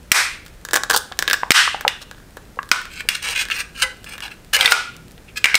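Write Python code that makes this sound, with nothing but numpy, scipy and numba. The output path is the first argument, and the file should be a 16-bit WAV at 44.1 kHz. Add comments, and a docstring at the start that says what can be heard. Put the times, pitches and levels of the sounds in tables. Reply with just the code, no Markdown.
"""In a small echoing room, close by, two hands pull apart thin plastic cups of jelly.
Cup walls buckle with loud snaps, the lid seam crackles as it slips, and fingers rub over plastic
and foil. Air pockets in the jelly pop, and soft bumps set a cup ringing, all over a faint hiss and hum.
A limiter turns the sound down on the hardest snaps, so the room swells up behind them."""
import sys
import numpy as np
from scipy import signal
from scipy.fft import rfft, irfft
from scipy.io import wavfile
from numba import njit

SR = 44100
rng = np.random.default_rng(int(sys.argv[2]) if len(sys.argv) > 2 else 0)


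def put_to_file(sound):
    """Save the sound as 16-bit audio at rate SR, in the file named by the first command-line argument."""
    columns = np.atleast_2d(sound).T  # one column per channel
    safe = np.clip(columns, -1, 1)
    whole_steps = np.round(safe * 32767)
    wavfile.write(sys.argv[1], SR, whole_steps.astype(np.int16))


N = 246060
T = np.arange(N) / SR
RING_TIME = T[:4096]  # the seconds over which one blow rings
IMPULSE = signal.unit_impulse(len(RING_TIME))
# the tone of a cracking crease: pitch_hz, level_db
CREASE_TONE = [(200, -9), (700, -16.5), (1300, -3), (2300, 3.5), (3600, -1), (5200, 1), (7000, -4),
               (8500, -0.5), (11000, -8), (13000, -5), (15000, -2), (16500, -51)]


def gain(db):
    """Turn decibels into a number to multiply by."""
    return 10 ** (np.asarray(db) / 20)


def unit(x):
    """Scale a sound to an average strength (rms) of 1."""
    return x / np.sqrt(np.mean(x ** 2) + 1e-18)


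def add(track, start_s, sound):
    """Mix a sound into a track."""
    i = max(int(start_s * SR), 0)
    track[i:i + len(sound)] += sound[:max(N - i, 0)]


def fade(fade_s, t=RING_TIME):
    """Die away by 60 dB in fade_s seconds."""
    return np.exp(-np.log(1000) * t / max(fade_s, 1e-4))


def colour(x, tone, size=2048):
    """Filter a sound to follow a tone curve of (pitch_hz, level_db) points."""
    hz, db = np.transpose(tone)
    freqs = np.maximum(np.fft.rfftfreq(size, 1 / SR), 1)
    cepstrum = irfft(np.log(gain(np.interp(np.log(freqs), np.log(hz), db))))
    cepstrum[1:size // 2] *= 2  # folded so the filter rings only after a hit
    cepstrum[size // 2 + 1:] = 0
    return signal.fftconvolve(x, irfft(np.exp(rfft(cepstrum))))[:len(x)]


def resonate(x, hz, width_hz):
    """Keep the part of a sound near one pitch."""
    return signal.lfilter(*signal.iirpeak(hz, hz / width_hz, fs=SR), x)


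def split_bands(x):
    """Split a sound into equally strong bass, middle and treble."""
    bands = [(250, 1200), (1200, 4000), (4000, 17000)]  # low_hz, high_hz
    return [unit(signal.sosfilt(signal.butter(3, b, "band", fs=SR, output="sos"), x)) for b in bands]


def wander(t, per_s):
    """Drift to a new random value per_s times a second."""
    return np.interp(t * per_s, np.arange(len(t)), rng.standard_normal(len(t)))


def background():
    """Steady hiss and rumble with a wavering low hum."""
    # the tone of the quiet room: pitch_hz, level_db
    air_tone = [(12, -26), (20, 0.5), (130, -7), (172, -6), (204, -8.5), (337, -12.5), (499, -14),
                (624, -17.5), (1120, -23.5), (1330, -20.5), (3250, -28), (8650, -32), (16000, -37.5)]
    air = unit(colour(rng.standard_normal(N), air_tone, size=8192))
    hum = unit(resonate(rng.standard_normal(N), hz=50, width_hz=9))
    return gain(-45) * air + gain(-50) * hum


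def burst(tick_s, tail_s, tail_db):
    """A thin sheet lets go sharply, then shivers for a moment."""
    return rng.standard_normal(len(RING_TIME)) * (fade(tick_s) + gain(tail_db) * fade(tail_s))


def foil_ticks(ticks_per_s=14):
    """Foil ticks faintly between the fingers at random moments."""
    moments = rng.random(N) < ticks_per_s / SR
    strength = gain(-44 + 4 * np.minimum(rng.exponential(size=N), 3))
    tick = colour(burst(tick_s=0.0053, tail_s=0.02, tail_db=-34), CREASE_TONE)
    return signal.fftconvolve(moments * strength, tick)[:N]


def crease_crack(push, edge_hz):
    """A crease flips with a noisy crack; softer ones have a lower edge_hz and sound duller."""
    return unit(signal.lfilter(*signal.butter(1, edge_hz, fs=SR), colour(push, CREASE_TONE)))


def thin_wall(x, corner_hz):
    """A small thin wall gives off little sound below corner_hz."""
    return signal.lfilter(*signal.butter(2, corner_hz, "high", fs=SR), x)


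def wall_snaps(body_hz=170):
    """A cup wall flips: it cracks, rings and pushes air. Returns the close sound and the room's share."""
    # buckling walls: start_s, level_db, pitch_hz, fade_s, crack_db, edge_hz, thump_db, room_db
    snaps = [(0.1173, 7.5, 1960, 0.0031, 0.5, 11600, -20, -1), (1.506, 11, 1852, 0.01, 1.5, 4860, -4, -11),
             (1.5179, 4.5, 2080, 0.0037, 5, 7400, -33, -0.5),
             (1.879, -21.5, 2880, 0.013, -2.5, 3870, -46, 1),
             (2.715, -15, 1494, 0.027, 1.5, 3350, -17, 2.5), (3.0883, -23, 2790, 0.027, 1, 9100, -53, 5),
             (4.6095, -20, 3210, 0.014, -6, 6000, -44, 8.5), (4.65, -26, 1970, 0.068, -13, 4000, -18, 9),
             (4.6581, -14.5, 3610, 0.025, -6.5, 6000, -51, -1),
             (4.6767, -20.5, 2180, 0.015, -20, 4000, -33, -2),
             (4.7207, -12.5, 1425, 0.041, 0.5, 4070, -27, 6),
             (5.4423, -13.5, 2326, 0.029, -4, 3900, -26, 3.5),
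             (5.4565, -17.5, 2220, 0.0086, -5.5, 3260, -32, 6),
             (5.544, -14, 2204, 0.039, -12, 2490, -58, 5.5), (5.5532, -15, 4080, 0.024, 4, 8500, -53, 2)]
    # a wall's side notes around its main one: pitch_ratio, level_db
    side_notes = [(0.678, -7), (0.86, -14), (1.216, -3), (1.501, -10.5)]
    near, far = np.zeros(N), np.zeros(N)
    thump = unit(resonate(IMPULSE, hz=270, width_hz=380))
    for start_s, db, hz, fade_s, crack_db, edge_hz, thump_db, room_db in snaps:
        phase = 2 * np.pi * hz * RING_TIME
        sides = sum(gain(d) * rng.choice([-1, 1]) * np.sin(ratio * phase) for ratio, d in side_notes)
        side_db = 5.5 - 400 * fade_s  # a long ring is a pure one
        ring = unit((np.sin(phase) + gain(side_db) * sides) * fade(fade_s))
        crack = crease_crack(burst(tick_s=0.012, tail_s=0.062, tail_db=-13), edge_hz)
        corner_hz = np.sqrt(body_hz * edge_hz)  # a smaller, sharper crease has less body
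        snap = thin_wall(ring + gain(crack_db) * crack, corner_hz)
        add(near, start_s, gain(db) * (snap + gain(thump_db) * thump))
        # the room gathers the crack from all sides, which evens out its tone
        even_snap = gain(-0.5) * ring + gain(crack_db) * crease_crack(IMPULSE, edge_hz)
        add(far, start_s, gain(db + room_db) * thin_wall(even_snap, corner_hz))
    return near, far


def seam_slip(start_s, db, treble_db, rim_hz=1650, overtone_hz=3650):
    """One slip of the seam ticks and rings two notes of the cup's rim."""
    # the tone of the seam: pitch_hz, level_db
    seam_tone = [(150, -68), (250, -17), (444, -8), (1010, -7.5), (1100, 3), (1260, -2.5), (1640, 14.5),
                 (2130, 3), (3580, 0.5), (4410, -3.5), (5160, -3), (8850, -7), (11500, -13), (13700, -11.5),
                 (16000, -11.5)]
    # bass in a slip, fullest while the cup is squeezed shut: time_s, bass_db
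    bass_curve = [(0.68, -4.5), (0.77, -1), (0.94, 0.5), (1.2, -7), (1.33, -12), (2.37, 4), (3.0, -15.5),
                  (4.2, -11)]
    tick = unit(colour(burst(tick_s=0.0015, tail_s=0.053, tail_db=-20), seam_tone))
    bend = 1 + 0.028 * rng.standard_normal()  # the rim bends a little differently each time
    turn = 2 * np.pi * bend * RING_TIME
    rim = unit((np.sin(rim_hz * turn) + gain(-9) * np.sin(overtone_hz * turn)) * fade(0.03))
    bass, middle, treble = split_bands(tick + gain(-8) * rim)
    bass_db = np.interp(start_s, *np.transpose(bass_curve))
    return gain(db - 10) * (middle + gain(bass_db) * bass + gain(treble_db) * treble)


def seam_crackles(gap_s=0.024, jitter=0.2, spread_db=6):
    """The seam lets go in single slips, and creeps in uneven runs of small ones."""
    # single slips of seam and foil: start_s, level_db, treble_db
    slips = [(0.6508, -30.5, -0.5), (0.6874, -29.5, -7.5), (0.712, -40, 0), (0.7332, -15.5, -2),
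             (0.7417, -14, -1.5), (0.756, -14, -6), (0.7609, -15.5, 1.5), (0.7707, -17.5, -8),
             (0.8353, -21, -2), (0.898, -24, -2.5), (0.9007, -14.5, -2.5), (0.9098, -15, -3),
             (0.9201, -22, -8), (0.9321, -21.5, -4), (0.9632, -17.5, 9), (0.9744, -29, 14.5),
             (1.1217, -29.5, -14), (1.1903, -17, 1), (1.2246, -16, -6.5), (1.278, -13, -9.5),
             (1.2996, -18, -6), (1.3111, -13, -10), (1.3317, -10.5, 0), (1.341, -13.5, -29),
             (1.8094, -27, -6), (2.1125, -35.5, -6), (2.3698, -37.5, -5.5), (2.6302, -34, -8),
             (2.6906, -39.5, -0.5), (3.006, -27, -18), (3.5009, -25, -18), (4.0434, -39, 1.5),
             (4.18, -33, -9), (4.205, -32, -6), (4.28, -36, -14), (4.5336, -17.5, -10), (4.9663, -49.5, 6),
             (5.1182, -59, 9), (5.179, -45.5, -17)]
    # runs of slips under a steady pull: start_s, length_s, level_db, treble_db
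    creeps = [(0.457, 0.04, -37.5, -1.5), (0.715, 0.07, -43, 0), (1.247, 0.09, -40, -21),
              (2.127, 0.1, -48.5, -15), (2.77, 0.1, -38, -6), (3.388, 0.18, -32, -8)]
    out = np.zeros(N)
    for start_s, db, treble_db in slips:
        add(out, start_s, seam_slip(start_s, db, treble_db))
    for start_s, length_s, db, treble_db in creeps:
        for k, (late, louder) in enumerate(rng.standard_normal(size=(10, 2))):
            slip_s = start_s + (k + jitter * late) * gap_s
            pulling = k * gap_s < length_s
            add(out, slip_s, pulling * seam_slip(slip_s, db + spread_db * louder, treble_db))
    return out


def finger_pressure(t, length_s, swell_db, grab_s=0.0041, let_go_s=0.063):
    """A finger takes hold, presses harder or eases off, and lets go."""
    grab = 1 - np.exp(-t / grab_s)
    hold = gain(swell_db * (np.minimum(t / length_s, 1) - 0.5))
    return grab * hold * fade(let_go_s, np.maximum(t - length_s, 0))


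def finger_rubs(slips_per_s=1300, catches_per_s=45, detune=0.0374):
    """Many tiny slips shake the sheet and the cup; sticky skin catches now and then."""
    # skin and foil sliding on plastic: start_s, length_s, level_db, swell_db, bass_db, treble_db
    strokes = [(0.935, 0.033, -20, -10, 4, 0.5), (2.009, 0.01, -39.5, 10, -2, 5),
               (2.899, 0.11, -34, 10.5, -33, -4), (3.135, 0.019, -27.5, 14.5, -24, -3),
               (3.218, 0.12, -24, -2, -12.5, -4.5), (3.347, 0.078, -18.5, 2, -20, -5.5),
               (3.499, 0.044, -20, -17, -25, -12.5), (3.535, 0.073, -23.5, 8.5, -15.5, -7),
               (3.745, 0.1, -29, 12, -21, -7), (3.814, 0.015, -13.5, 3.5, -15, -2.5),
               (4.056, 0.099, -33, 0, -10, -6.5), (4.22, 0.051, -26.5, -7.5, -10.5, -11.5),
               (4.302, 0.021, -34.5, 8, -24, -13), (4.53, 0.036, -11, 5.5, -15, -4.5),
               (4.584, 0.15, -16.5, 2, -6.5, -5.5), (5.276, 0.031, -44, -2, -24, -14),
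               (5.357, 0.022, -25, 0, -28, -0.5), (5.409, 0.0097, -40, -2, -11, -16)]
    # the notes of the held cup: pitch_hz, width_hz, level_db
    cup_notes = [(1670, 260, 2.5), (2176, 76, 3), (2380, 21, -24), (3027, 204, 2), (4000, 180, -9),
                 (4550, 27, -16), (5420, 99, -33), (6000, 26, -16)]
    # the tone of rubbing: pitch_hz, level_db
    rub_tone = [(180, -68), (300, -38), (519, -10), (574, -48), (1640, -6.5), (1900, 2), (2840, 18.5),
                (3460, -21.5), (4230, -25), (7080, -35.5), (8500, -5.5), (16000, -70.5)]
    out, t = np.zeros(N), T[:SR // 2]
    for start_s, length_s, db, swell_db, bass_db, treble_db in strokes:
        slips = (rng.random(len(t)) < slips_per_s / SR) * rng.choice([-1, 1], len(t))
        slips = slips * gain(3 * np.minimum(rng.exponential(size=len(t)), 4))
        sheet_ring = rng.standard_normal(len(RING_TIME)) * fade(0.055)
        sheet = signal.fftconvolve(slips, sheet_ring)[:len(t)]
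        shake = unit(slips) + gain(-1) * unit(sheet)
        # each hold tunes the cup and the rubbing a little differently
        cup = sum(gain(d) * resonate(shake, hz * (1 + detune * rng.standard_normal()), width_hz)
                  for hz, width_hz, d in cup_notes)
        stiffness = 1 + detune * rng.standard_normal()
        skin = colour(shake, [(hz * stiffness, d) for hz, d in rub_tone])
        catch_moments = rng.random(len(t)) < catches_per_s / SR
        catch = colour(burst(tick_s=0.0089, tail_s=0.017, tail_db=-7), CREASE_TONE)
        catches = signal.fftconvolve(catch_moments, catch)[:len(t)]
        grip = gain(2.2 * wander(t, per_s=130))  # an uneven grip bunches the slips
        sliding = grip * (unit(skin) + gain(-1) * unit(cup))
        bass, middle, treble = split_bands(sliding + gain(-17) * unit(catches))
        contact_db = 3 * wander(t, per_s=65)  # the touch turns harder and softer
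        rub = middle + gain(bass_db) * bass + gain(treble_db + contact_db) * treble
        add(out, start_s, gain(db - 1) * finger_pressure(t, length_s, swell_db) * rub)
    return out


def jelly_pops(rise_s=0.00093):
    """Air pockets open with a soft start and a short hollow ring."""
    # pockets opening between jelly and cup: start_s, level_db, pitch_hz, fade_s
    pops = [(0.945, -14, 980, 0.013), (1.116, -30, 765, 0.014), (1.433, -6.5, 1055, 0.007),
            (1.677, -10.5, 1176, 0.011), (1.7452, -17.5, 824, 0.013), (1.85, -11, 876, 0.013),
            (1.865, -28, 546, 0.034), (2.572, -37, 522, 0.022), (2.5892, -18, 1132, 0.019),
            (3.052, -43, 480, 0.02)]
    # the notes of one pocket: pitch_ratio, level_db
    pocket_notes = [(1, 13), (1.45, 8), (1.68, -1), (2.4, -5)]
    out = np.zeros(N)
    for start_s, db, hz, fade_s in pops:
        ring = sum(gain(d) * np.sin(2 * np.pi * hz * ratio * RING_TIME) for ratio, d in pocket_notes)
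        add(out, start_s, gain(db + 1) * ring * fade(fade_s) * (1 - np.exp(-RING_TIME / rise_s)))
    return out


def cup_knocks(rise_s=0.015):
    """Soft bumps set the whole cup ringing."""
    # bumps on the cup: start_s, level_db, pitch_ratio
    knocks = [(3.829, -22.5, 0.99), (3.846, -35, 0.95), (4.535, -29, 1.15), (4.56, -23.5, 1.02),
              (4.613, -24, 1)]
    # the notes of the whole cup: pitch_hz, level_db, fade_s
    shell_notes = [(532.4, -0.5, 0.16), (844, -13, 0.23), (1040, -2, 0.1), (1480, 12, 0.055),
                   (2045, 13, 0.13), (2550, -21, 0.055)]
    out, t = np.zeros(N), T[:SR // 4]
    for start_s, db, ratio in knocks:
        ring = sum(gain(d) * np.sin(2 * np.pi * (ratio * hz * t + rng.random())) * fade(fade_s, t)
                   for hz, d, fade_s in shell_notes)
        add(out, start_s, gain(db) * ring * (1 - np.exp(-t / rise_s)))
    return out


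def hand_shift(peak_s=5.0, swell_s=0.11, hz=150, width_hz=140):
    """One hand shifts its hold with a soft low rustle."""
    rustle = resonate(resonate(rng.standard_normal(N), hz, width_hz), hz, width_hz)
    swell = np.exp(-((T - peak_s) / swell_s) ** 2)
    return gain(-46) * swell * unit(rustle)


def room_echo(x, build_s=0.0009, size=32768):
    """Echoes build up quickly and blur together; the deepest last longest."""
    # how the room rings: pitch_hz, level_db, fade_s
    room_bands = [(148, 0, 0.73), (516, 6.5, 0.27), (1410, 2, 0.36), (2520, -2, 0.44), (4840, -2.5, 0.35),
                  (8900, -2.5, 0.32), (15300, -6.5, 0.21)]
    t, freqs = T[:size], np.fft.rfftfreq(size, 1 / SR)
    noise = rfft(rng.standard_normal(size))
    centres = np.log([row[0] for row in room_bands])
    echo = 0
    for share, (_, db, fade_s) in zip(np.eye(len(room_bands)), room_bands):
        band = irfft(noise * np.interp(np.log(freqs + 1), centres, share))
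        echo = echo + gain(db) * band * fade(fade_s, t)
    return signal.fftconvolve(x, echo * (1 - np.exp(-t / build_s)))[:N]


@njit
def limiter(x, top, attack_s, hold_s, release_s):
    """The volume drops quickly when the sound passes the top, waits a moment, and creeps back."""
    y, volume, wait = np.empty(len(x)), 1., 0.
    for i in range(len(x)):
        wanted = min(1., top / (abs(x[i]) + 1e-9))
        wait -= 1
        if wanted < volume:
            volume += (wanted - volume) / (1 + attack_s * SR)
            wait = hold_s * SR
        elif wait < 0:
            volume += (1 - volume) / (1 + release_s * SR)
        y[i] = volume * x[i]
    return y


def scene():
    """Mix everything in the hands with the room's echo and background."""
    snaps, far_snaps = wall_snaps()
    crackles = seam_crackles() + foil_ticks()
    pops = jelly_pops()
    touches = finger_rubs() + cup_knocks()
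    echo = room_echo(far_snaps + gain(-2) * crackles + gain(-5) * pops + gain(-1) * touches)
    return (snaps + crackles + pops + touches + hand_shift() + gain(-40) * echo + background())[None]


def record(dry, top_hz=15550):
    """The limiter is too slow for the start of a hard snap, which clips; the highest treble is cut."""
    held = limiter(dry[0], top=1.0, attack_s=0.00026, hold_s=0.018, release_s=0.067)
    treble_cut = signal.ellip(8, 0.2, 70, top_hz, fs=SR, output="sos")
    return signal.sosfilt(treble_cut, np.clip(held, -1, 1))[None]


dry = scene()
out = record(dry)
put_to_file(out)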